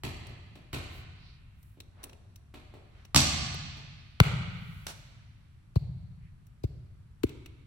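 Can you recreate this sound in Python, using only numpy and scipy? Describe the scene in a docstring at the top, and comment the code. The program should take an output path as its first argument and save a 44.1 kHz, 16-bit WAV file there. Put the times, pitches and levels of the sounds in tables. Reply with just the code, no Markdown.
"""A low ventilation rumble fills a large sports hall while a volleyball is bounced twice at the far end.
Footsteps, small ticks and soft swishes are scattered through the scene; the ball is served, lands nearby,
brushes into netting and bounces three more times. Each blow on the ball is a slap of shaped noise
plus a falling chirp, the bending wave in the sprung floor. Fading noise makes the hall ring on."""
import sys
import numpy as np
from scipy import signal
from scipy.fft import rfft, irfft
from scipy.io import wavfile

SR = 44100
rng = np.random.default_rng(int(sys.argv[2]) if len(sys.argv) > 2 else 0)


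def generate_wav(signal):
    """Clip the signal to [-1, 1] and save it as 16-bit WAV at the path in sys.argv[1]."""
    frames = np.transpose(np.atleast_2d(signal))
    scaled = np.clip(frames, -1, 1) * 32767
    pcm = np.round(scaled).astype(np.int16)
    wavfile.write(sys.argv[1], SR, pcm)


N = 337806

# ventilation spectrum, relative: pitch_hz, level_db (per Hz)
VENTILATION_SPECTRUM = [(12, -43), (20, -5.5), (55, -2), (107, -1.5), (172, -13), (234, -20.5),
                        (459, -35.5), (759, -35.5), (1330, -34), (2820, -41), (3440, -44), (6540, -48),
                        (9400, -47.5), (13900, -57.5), (16000, -80.5)]
# the server bounces the ball: start_s, knock_db, slap_db, slap_length_ms, skin_ring_hz, send_to_hall_db
SERVER_BOUNCES = [(0.0353, -64.5, -60, 0.82, 1390, 9), (0.7293, -70, -61, 1.85, 1380, 11)]
# echoes from the far end of the hall: delay_s, level_db, right_ear_later_ms
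WALL_ECHOES = [(.0095, -13, 0.17), (0.022, -15, -0.13), (.044, -15, 0.39), (0.0792, -19.5, -0.37)]
# small ticks, mostly near the microphone; 7.239 is the ball's skin letting go, 7.292 the slap's roof echo.
# Levels are before the tick resonances: start_s, level_db, brightness_db_per_octave, ring_hz
SMALL_TICKS = [(.268, -70.5, -4, 8850), (0.554, -76, -4.5, 3900), (1.628, -78, 4, 13000),
               (1.802, -65.5, -1.7, 3900), (2.031, -67, 3, 5584), (2.0383, -58, 0.8, 9500),
               (2.094, -72, -5, 5596), (2.13, -74.5, -4.5, 2700), (2.358, -72, 1.5, 5700),
               (3.05, -74, -3, 5700), (3.543, -61.5, -5, 10920), (6.467, -80, 5.5, 5700),
               (7.239, -68.5, 1, 10000), (7.292, -71, -2, 2800), (7.459, -69, -3, 2480)]
# resonances that colour every tick, as of a small hard object: pitch_hz, width_hz, boost_db
TICK_RESONANCES = [(2720, 220, 5), (3950, 320, 5), (5800, 270, 5.5), (9600, 540, 5)]
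# shoes on the far court, before the direct and hall mix: start_s, sole_knock_db, knock_hz, scuff_db
FOOTSTEPS = [(.29, -72, 314, -74), (.558, -71, 285, -74), (1.772, -75, 289.6, -89.5),
             (2.035, -70.5, 300, -83), (2.123, -77.5, 480, -88), (2.539, -69, 330, -66.5),
             (2.738, -68, 420, -76), (3.768, -77, 419, -74)]
# soft swishes: peak_s, half_length_s, pitch_hz, width_octaves, level_db
SWISHES = [(0.964, 0.053, 14100, 1.3, -70.5), (1.279, 0.095, 4250, 0.26, -69),
           (1.67, .09, 12000, 0.67, -79), (2.036, 0.07, 577, 1.35, -65.5), (2.998, 0.074, 1470, 1.075, -72),
           (4.783, 0.24, 11260, 1.8, -68.5), (6.255, 0.065, 2125, 0.36, -79.5)]
# the serve, the smack of the palm and a louder crack just after it: start_s, thud_db, knock_db, slap_db,
# slap_length_ms, brightness_db_per_octave, skin_ring_hz, skin_ring_db
SERVE_BLOWS = [(3.1462, -46.5, -53.5, -43.5, 1.0, -1.4, 1185, 11),
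               (3.1597, -41.5, -47, -34.5, 1.8, 0, 4375, 1)]
# bounces close by: start_s, thud_db, knock_db, knock_hz, knock_width_octaves, slap_db, slap_length_ms,
# skin_ring_hz, skin_ring_db, right_ear_later_ms
NEAR_BOUNCES = [(4.2009, -29.5, -47.5, 297, 0.57, -35, 0.87, 1437, 3, -0.2),
                (5.756, -36, -51.5, 433, 0.71, -65.5, 3.5, 4530, 13, 0.717),
                (6.6344, -43.5, -50.5, 365, 0.54, -70.5, 4.2, 4950, 11.5, .8),
                (7.2331, -48, -39, 328, 0.41, -57, 1.8, 908, 6, 0.708)]
# basic colour of the noise in each kind of contact: pitch_hz, level_db
FAR_SLAP_SPECTRUM = [(150, -10), (500, 0.5), (800, 0.5), (1200, -2), (1750, -4), (2500, 0), (3300, -5),
                     (4300, -4.5), (5600, -12), (7600, -11), (10000, -15.5), (15500, -15.5)]
TICK_SPECTRUM = [(150, -15.5), (500, 3), (1400, -3), (2700, 5), (5000, 2), (8000, 3), (11000, -2),
                 (15500, 4)]
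PALM_SLAP_SPECTRUM = [(150, -16.5), (480, -7.5), (750, 0), (1200, -4), (1750, -6.5), (2500, -1),
                      (3300, -2.5), (4300, 1), (5600, 1.5), (7600, 0), (10000, -10.5), (15500, -18.5)]
NEAR_SLAP_SPECTRUM = [(150, -8), (500, -0.5), (1050, -3), (1450, -1), (1750, -8), (2200, 3), (3000, -4),
                      (4200, -6), (5300, -15), (7600, -13.5), (10000, -20.5), (15500, -20.5)]
RUSTLE_SPECTRUM = [(150, -8), (500, 1), (900, -1), (2000, -6.5), (4000, -7.5), (6000, -7.5), (10000, -16),
                   (15500, -26)]
# time the hall takes to fade by 60 dB: pitch_hz, fade_s
HALL_FADE = [(60, 1.6), (130, 2.5), (260, 1.2), (500, 1.1), (1000, 1.45), (2200, 1.905), (4000, 1.61),
             (6000, 1.1), (9000, .8), (15000, 0.21)]
# dips in the microphone's response: pitch_hz, width_hz, change_db
PORT_DIPS = [(507, 50, -3.5), (827, 79, -1), (5050, 260, -4), (6650, 300, -8), (8530, 270, -11),
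             (14900, 350, -8)]
# the right microphone port is brighter: pitch_hz, left_minus_right_db
PORT_BALANCE = [(100, 1), (1000, -0.8), (2200, -0.5), (4000, -3.5), (8000, -1.5), (14000, -3.1)]

# short sounds are SIZE samples long; HZ and MS are their frequency and time axes
SIZE = 8192
HZ = np.maximum(np.fft.rfftfreq(SIZE, 1 / SR), 1)
MS = np.arange(SIZE) / SR * 1000
EARS = np.array([[1], [-1]])  # left, right

VENTILATION_DB = -54
SKIN_OCTAVES = 0.2  # width of the ball skin's ring
DRIBBLE_THUD_DB, DRIBBLE_THUD_HZ, DRIBBLE_BOOM_DB = -58, 95.6, 9  # boom: thud sent into the hall
DRIBBLE_KNOCK_HZ, DRIBBLE_RING_DB = 270, 1
TICK_MS, TICK_PAN_DB, TICK_HALL_DB = 2.1, 3, -14.5
SCUFF_MS, SCUFF_DB_PER_OCTAVE = 3.5, -1.6
SERVE_THUD_HZ, SERVE_KNOCK_HZ, SERVE_HALL_DB, SERVE_BOOM_DB = 112, 218, 3, 2
# the hardest landing; a softer ball stays down longer, so its thud is lower and later
HARD_DB, HARD_THUD_HZ, HARD_TRAVEL_MS = -29, 126.3, 14.08  # travel through the floor at 100 Hz
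CONTACT_OCTAVES_PER_DB = 0.022
SKID_DB_PER_OCTAVE = 2.2  # the slap brightens for each doubling of its length beyond 1 ms
# the first echo off the roof, and each later round trip between roof and floor
ROOF_S, FLUTTER_S = 0.0576, 0.071
# the netting snaps taut, then its cords rub on the ball, ever more weakly
NET_S, SNAP_DB, SNAP_MS, NET_DB_PER_OCTAVE = 4.8666, -56, 1.68, 1.5
RUB_DB, RUB_MS, RUB_GAP_S, RUB_FADE_DB_PER_S = -62, 8.4, 0.009, 97
TOP_HZ = 16000


def undb(db):
    """Turn decibels into a gain."""
    return 10 ** (np.asarray(db) / 20)


def curve(points, hz):
    """Read a (pitch, value) table, spacing pitches by ratio as the ear does."""
    pitches, values = np.transpose(points)
    return np.interp(np.log(np.maximum(hz, 1)), np.log(pitches), values)


def hump(hz, centre, octaves):
    """A bell-shaped resonance on the octave axis."""
    distance = np.log2(np.maximum(hz, 1) / centre)
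    return np.exp(-(distance / octaves) ** 2 / 2)


def peaks_db(table):
    """Add up bell-shaped peaks or dips, in dB, from a table of pitch, width and height."""
    return sum(db * np.exp(-((HZ - hz) / width) ** 2) for hz, width, db in table)


def energy(x, db):
    """Scale a short sound to an energy in dB, where 0 is full scale for one second."""
    return x * undb(db) / np.sqrt(np.sum(x ** 2) / SR)


def causal(gain):
    """Minimum-phase response for a gain curve: it rings only after the blow."""
    cepstrum = irfft(np.log(gain + 1e-6))
    cepstrum[1:SIZE // 2] *= 2
    cepstrum[SIZE // 2 + 1:] = 0
    return np.exp(rfft(cepstrum))


def add(track, start_s, x):
    """Mix x into the track at its start time."""
    i = max(int(start_s * SR), 0)
    n = max(min(x.shape[-1], N - i), 0)
    track[..., i:i + n] += x[..., :n]


def place(x, right_later_ms, pan_db):
    """Place a sound by the delay and level difference between the two microphone ports."""
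    late_s = np.maximum(-EARS * right_later_ms, 0) / 1000
    delayed = irfft(rfft(x) * np.exp(-2j * np.pi * HZ * late_s))
    return delayed * (MS < MS[-1] / 2) * undb(EARS * pan_db / 2)


def diffuse(size, apart_hz=330):
    """Spectrum of stereo noise from all sides: alike in the bass, unrelated above."""
    hz = np.fft.rfftfreq(size, 1 / SR)
    mid, side = rfft(rng.standard_normal((2, size)))
    alike = 1 / (1 + (hz / apart_hz) ** 2)
    stereo = mid * np.sqrt(1 + alike) + EARS * side * np.sqrt(1 - alike)
    return hz, stereo / np.sqrt(2)


def ventilation():
    """Steady duct rumble with a faint hiss, filling the hall: noise shaped by a spectrum."""
    hz, noise = diffuse(N, apart_hz=260)
    air = irfft(noise * undb(curve(VENTILATION_SPECTRUM, hz)), N)
    return air / air.std() * undb(VENTILATION_DB)


def slap(spectrum, db, length_ms, tilt_db, ring_hz=1000, ring_db=0):
    """Air squeezed out of a closing contact: a quickly dying crackle with an optional ring of the surface."""
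    age = MS / max(length_ms, 0.1)
    burst = rfft(rng.standard_normal(SIZE) * age * np.exp(-age))
    # even out the random spectrum before colouring it
    power = abs(burst) ** 2
    burst /= np.sqrt(power + np.mean(power) / 10)
    tilt = tilt_db * np.log2(np.maximum(HZ, 200) / 2000)
    skin_ring = ring_db * hump(HZ, ring_hz, SKIN_OCTAVES)
    colour = undb(curve(spectrum, HZ) + tilt + skin_ring)
    return energy(irfft(burst * causal(colour)) * (MS < MS[-1] * 3 / 4), db)


def bending(gain, db, travel_ms):
    """A pulse through the boards: speed grows with the root of frequency, so it arrives as a falling chirp."""
    phase = 4 * np.pi * travel_ms / 1000 * np.sqrt(100 * HZ)  # travel time is given at 100 Hz
    chirp = irfft(1j * gain * np.exp(-1j * phase))
    return energy(chirp * (MS < MS[-1] / 2), db)


def thud(db, hz, travel_ms, rise=2.8, fall=2.42):
    """The ball flattens and springs back; its contact time sets the pitch of the push."""
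    ratio = HZ / hz
    return bending(ratio ** rise * np.exp(-rise / fall * ratio ** fall), db, travel_ms)


def knock(db, hz, octaves, travel_ms):
    """The struck floor panel answers with one broad, heavily damped resonance."""
    return bending(hump(HZ, hz, octaves), db, travel_ms)


def far_blow(start_s, spectrum, thud_db, thud_hz, knock_db, knock_hz, slap_db, length, ring_hz, ring_db,
             hall_db, boom_db, tilt=0, echo_db_per_octave=-0.1):
    """Direct sound and hall feed of one blow on the ball at the far end, with its echoes off the walls."""
    direct, feed = np.zeros((2, N)), np.zeros(N)
    low = thud(thud_db, thud_hz, travel_ms=9, rise=1.5, fall=2.5)
    panel = knock(knock_db, knock_hz, octaves=0.49, travel_ms=10)
    crack = panel + slap(spectrum, slap_db, length, tilt, ring_hz, ring_db)
    add(direct, start_s, place(low, right_later_ms=0, pan_db=2.5))
    add(direct, start_s, place(crack, right_later_ms=-0.067, pan_db=-0.5))
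    add(feed, start_s, undb(boom_db) * low + undb(hall_db) * crack)
    for delay_s, echo_db, right_later_ms in WALL_ECHOES:
        # a cluttered wall scatters each echo into a slap of its own
        echo = slap(spectrum, slap_db + echo_db, length, tilt + echo_db_per_octave, ring_hz, ring_db)
        add(direct, start_s + delay_s, place(echo, right_later_ms, pan_db=0))
    return direct, feed


def server_bounces():
    """The server bounces the ball: floor thud and knock with a slap of the skin, heard from afar."""
    direct, feed = np.zeros((2, N)), np.zeros(N)
    for start_s, knock_db, slap_db, length, ring_hz, hall_db in SERVER_BOUNCES:
        blow, blow_feed = far_blow(
            start_s, FAR_SLAP_SPECTRUM, DRIBBLE_THUD_DB, DRIBBLE_THUD_HZ, knock_db, DRIBBLE_KNOCK_HZ,
            slap_db, length, ring_hz, DRIBBLE_RING_DB, hall_db, DRIBBLE_BOOM_DB)
        direct += blow
        feed += blow_feed
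    return direct, feed


def small_ticks(ring_db=5, between_modes_db=-2):
    """Small ticks: short crackles, each with a ring of its own, all coloured by the same resonances."""
    ticks = np.zeros((2, N))
    body = causal(undb(between_modes_db + peaks_db(TICK_RESONANCES)))
    for start_s, db, tilt, ring_hz in SMALL_TICKS:
        # each ear gets its own crackle, the left one louder
        levels_db = [db + ear * TICK_PAN_DB / 2 for ear in EARS]
        tick = [slap(TICK_SPECTRUM, level, TICK_MS, tilt, ring_hz, ring_db) for level in levels_db]
        add(ticks, start_s, irfft(rfft(np.array(tick)) * body))
    return ticks, undb(TICK_HALL_DB) * ticks[0]


def footsteps(hall_db=2.0, direct_db=-5):
    """A sole knocks on the boards and scuffs: more is sent to the hall than is heard directly."""
    shoes = np.zeros(N)
    for start_s, knock_db, knock_hz, scuff_db in FOOTSTEPS:
        sole = knock(knock_db, knock_hz, octaves=0.85, travel_ms=4.4)
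        scuff = slap(FAR_SLAP_SPECTRUM, scuff_db, SCUFF_MS, SCUFF_DB_PER_OCTAVE)
        add(shoes, start_s, sole + scuff)
    return undb(direct_db) * shoes, undb(hall_db) * shoes


def swishes():
    """Bands of hiss that swell and fade: noise around one pitch under a bell-shaped envelope."""
    out = np.zeros((2, N))
    t = np.arange(SR) / SR - 0.5
    for peak_s, half_s, centre, octaves, db in SWISHES:
        hz, noise = diffuse(SR)
        hiss = irfft(noise * hump(hz, centre, octaves), SR)
        swell = np.exp(-(t / half_s) ** 2)
        add(out, peak_s - 0.5, energy(hiss * swell, db))
    return out


def serve():
    """The palm strikes the ball: two quick blows, each with a thud, a knock and a slap."""
    direct, feed = np.zeros((2, N)), np.zeros(N)
    for start_s, thud_db, knock_db, slap_db, length, tilt, ring_hz, ring_db in SERVE_BLOWS:
        blow, blow_feed = far_blow(
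            start_s, PALM_SLAP_SPECTRUM, thud_db, SERVE_THUD_HZ, knock_db, SERVE_KNOCK_HZ,
            slap_db, length, ring_hz, ring_db, SERVE_HALL_DB, SERVE_BOOM_DB, tilt)
        direct += blow
        feed += blow_feed
    return direct, feed


def near_bounces(boom_db=-10.5, knock_hall_db=-18, slap_hall_db=-9, knock_delay=0.87,
                 bloom_db=-19, bloom_ms=9, bloom_s=0.03, flutter_db=-19, loss_db=-1.82):
    """The ball lands close by: thud, panel knock and slap; the thud flutters between floor and roof."""
    direct, feed = np.zeros((2, N)), np.zeros(N)
    for (start_s, thud_db, knock_db, knock_hz, octaves, slap_db, length,
         ring_hz, ring_db, right_later_ms) in NEAR_BOUNCES:
        contact = 2 ** (CONTACT_OCTAVES_PER_DB * (HARD_DB - thud_db))  # contact time, hardest landing = 1
        travel_ms = HARD_TRAVEL_MS * contact
        tilt = SKID_DB_PER_OCTAVE * np.log2(length)
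        low = thud(thud_db, HARD_THUD_HZ / contact, travel_ms)
        panel = knock(knock_db, knock_hz, octaves, knock_delay * travel_ms)
        skin = slap(NEAR_SLAP_SPECTRUM, slap_db, length, tilt, ring_hz, ring_db)
        for sound, pan_db in [(low, 1.4), (panel, 3.5), (skin, 7.5)]:
            add(direct, start_s, place(sound, right_later_ms, pan_db))
        add(feed, start_s, undb(boom_db) * low + undb(knock_hall_db) * panel + undb(slap_hall_db) * skin)
        # the roof trusses scatter the slap back as a short bloom
        bloom = [slap(NEAR_SLAP_SPECTRUM, slap_db + bloom_db, bloom_ms, tilt, ring_hz, ring_db)
                 for ear in EARS]
        add(direct, start_s + bloom_s, np.array(bloom))
        for trip in range(8):
            echo = undb(flutter_db + trip * loss_db) * low
            add(direct, start_s + ROOF_S + trip * FLUTTER_S, echo)
    return direct, feed


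def cords(db, length_ms):
    """Net cords against the ball: a crackle drawn separately for each ear."""
    return np.array([slap(RUSTLE_SPECTRUM, db, length_ms, NET_DB_PER_OCTAVE) for ear in EARS])


def netting(hall_db=-6, count=4):
    """The netting snaps taut and rustles as it stops the ball: one snap, then fading rubs."""
    net = np.zeros((2, N))
    add(net, NET_S, cords(SNAP_DB, SNAP_MS))
    for age_s in RUB_GAP_S * (np.arange(count) + 0.5):
        add(net, NET_S + age_s, cords(RUB_DB - RUB_FADE_DB_PER_S * age_s, RUB_MS))
    return net, undb(hall_db) * net[0]


def hall(onset_s, before, early_db, early_s, grain):
    """Stereo response: grainy early reflections, then a tail whose treble the air soaks up."""
    size = 2 * SR
    t = np.arange(size) / SR
    hz, noise = diffuse(size)
    # overlapping pitch bands, each with its own fading time
    centres = np.geomspace(40, 16000, 18)
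    tail = 0
    for centre, share in zip(centres, np.eye(len(centres))):
        band = irfft(noise * curve(np.c_[centres, share], hz), size)
        tail = tail + band * undb(-60 * t / curve(HALL_FADE, centre))
    # the roof and far walls join in only after their travel time
    opening = before + (1 - before) * (1 + np.tanh((t - onset_s) / 0.004)) / 2
    # random steps of 90 samples make the early reflections uneven
    steps = np.repeat(rng.standard_normal(size // 90 + 1), 90)[:size]
    mirrors = np.exp(grain * np.exp(-t / 0.12) * steps)
    early = 1 + undb(early_db) * np.exp(-t / early_s)
    shape = opening * mirrors * early
    return tail * shape / np.sqrt(np.sum((shape * np.exp(-4.6 * t)) ** 2))


def ring(x, response):
    """Play a track through a stereo response."""
    return signal.fftconvolve(x[None], response, axes=1)[:, :N]


def scene():
    """Near and far sources each excite the hall in their own way."""
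    air = ventilation()
    dribble, dribble_feed = server_bounces()
    ticks, ticks_feed = small_ticks()
    steps, steps_feed = footsteps()
    hiss = swishes()
    served, served_feed = serve()
    near, near_feed = near_bounces()
    net, net_feed = netting()
    near_hall = hall(onset_s=0.05, before=0.42, early_db=4, early_s=0.037, grain=0.32)
    far_hall = hall(onset_s=0.006, before=0.26, early_db=1.0, early_s=0.024, grain=0.29)
    # the ticks and netting share the far hall response
    far_feed = dribble_feed + ticks_feed + steps_feed + served_feed + net_feed
    reverberation = ring(near_feed, near_hall) + ring(far_feed, far_hall)
    return air + dribble + ticks + steps + hiss + served + near + net + reverberation


def record(dry):
    """The microphone ports colour the sound, the loudest peaks are rounded, and the very top is cut."""
    dips_db = peaks_db(PORT_DIPS)
    balance_db = curve(PORT_BALANCE, HZ)
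    ports = np.array([irfft(causal(undb(dips_db + ear * balance_db / 2))) for ear in EARS])
    heard = signal.fftconvolve(dry, ports[:, :SIZE // 8], axes=1)[:, :N]
    rounded = heard / (1 + (heard / 0.85) ** 6) ** (1 / 6)
    top_cut = signal.ellip(8, 0.2, 70, TOP_HZ, fs=SR, output="sos")
    return signal.sosfilt(top_cut, rounded)


dry = scene()
out = record(dry)
generate_wav(out)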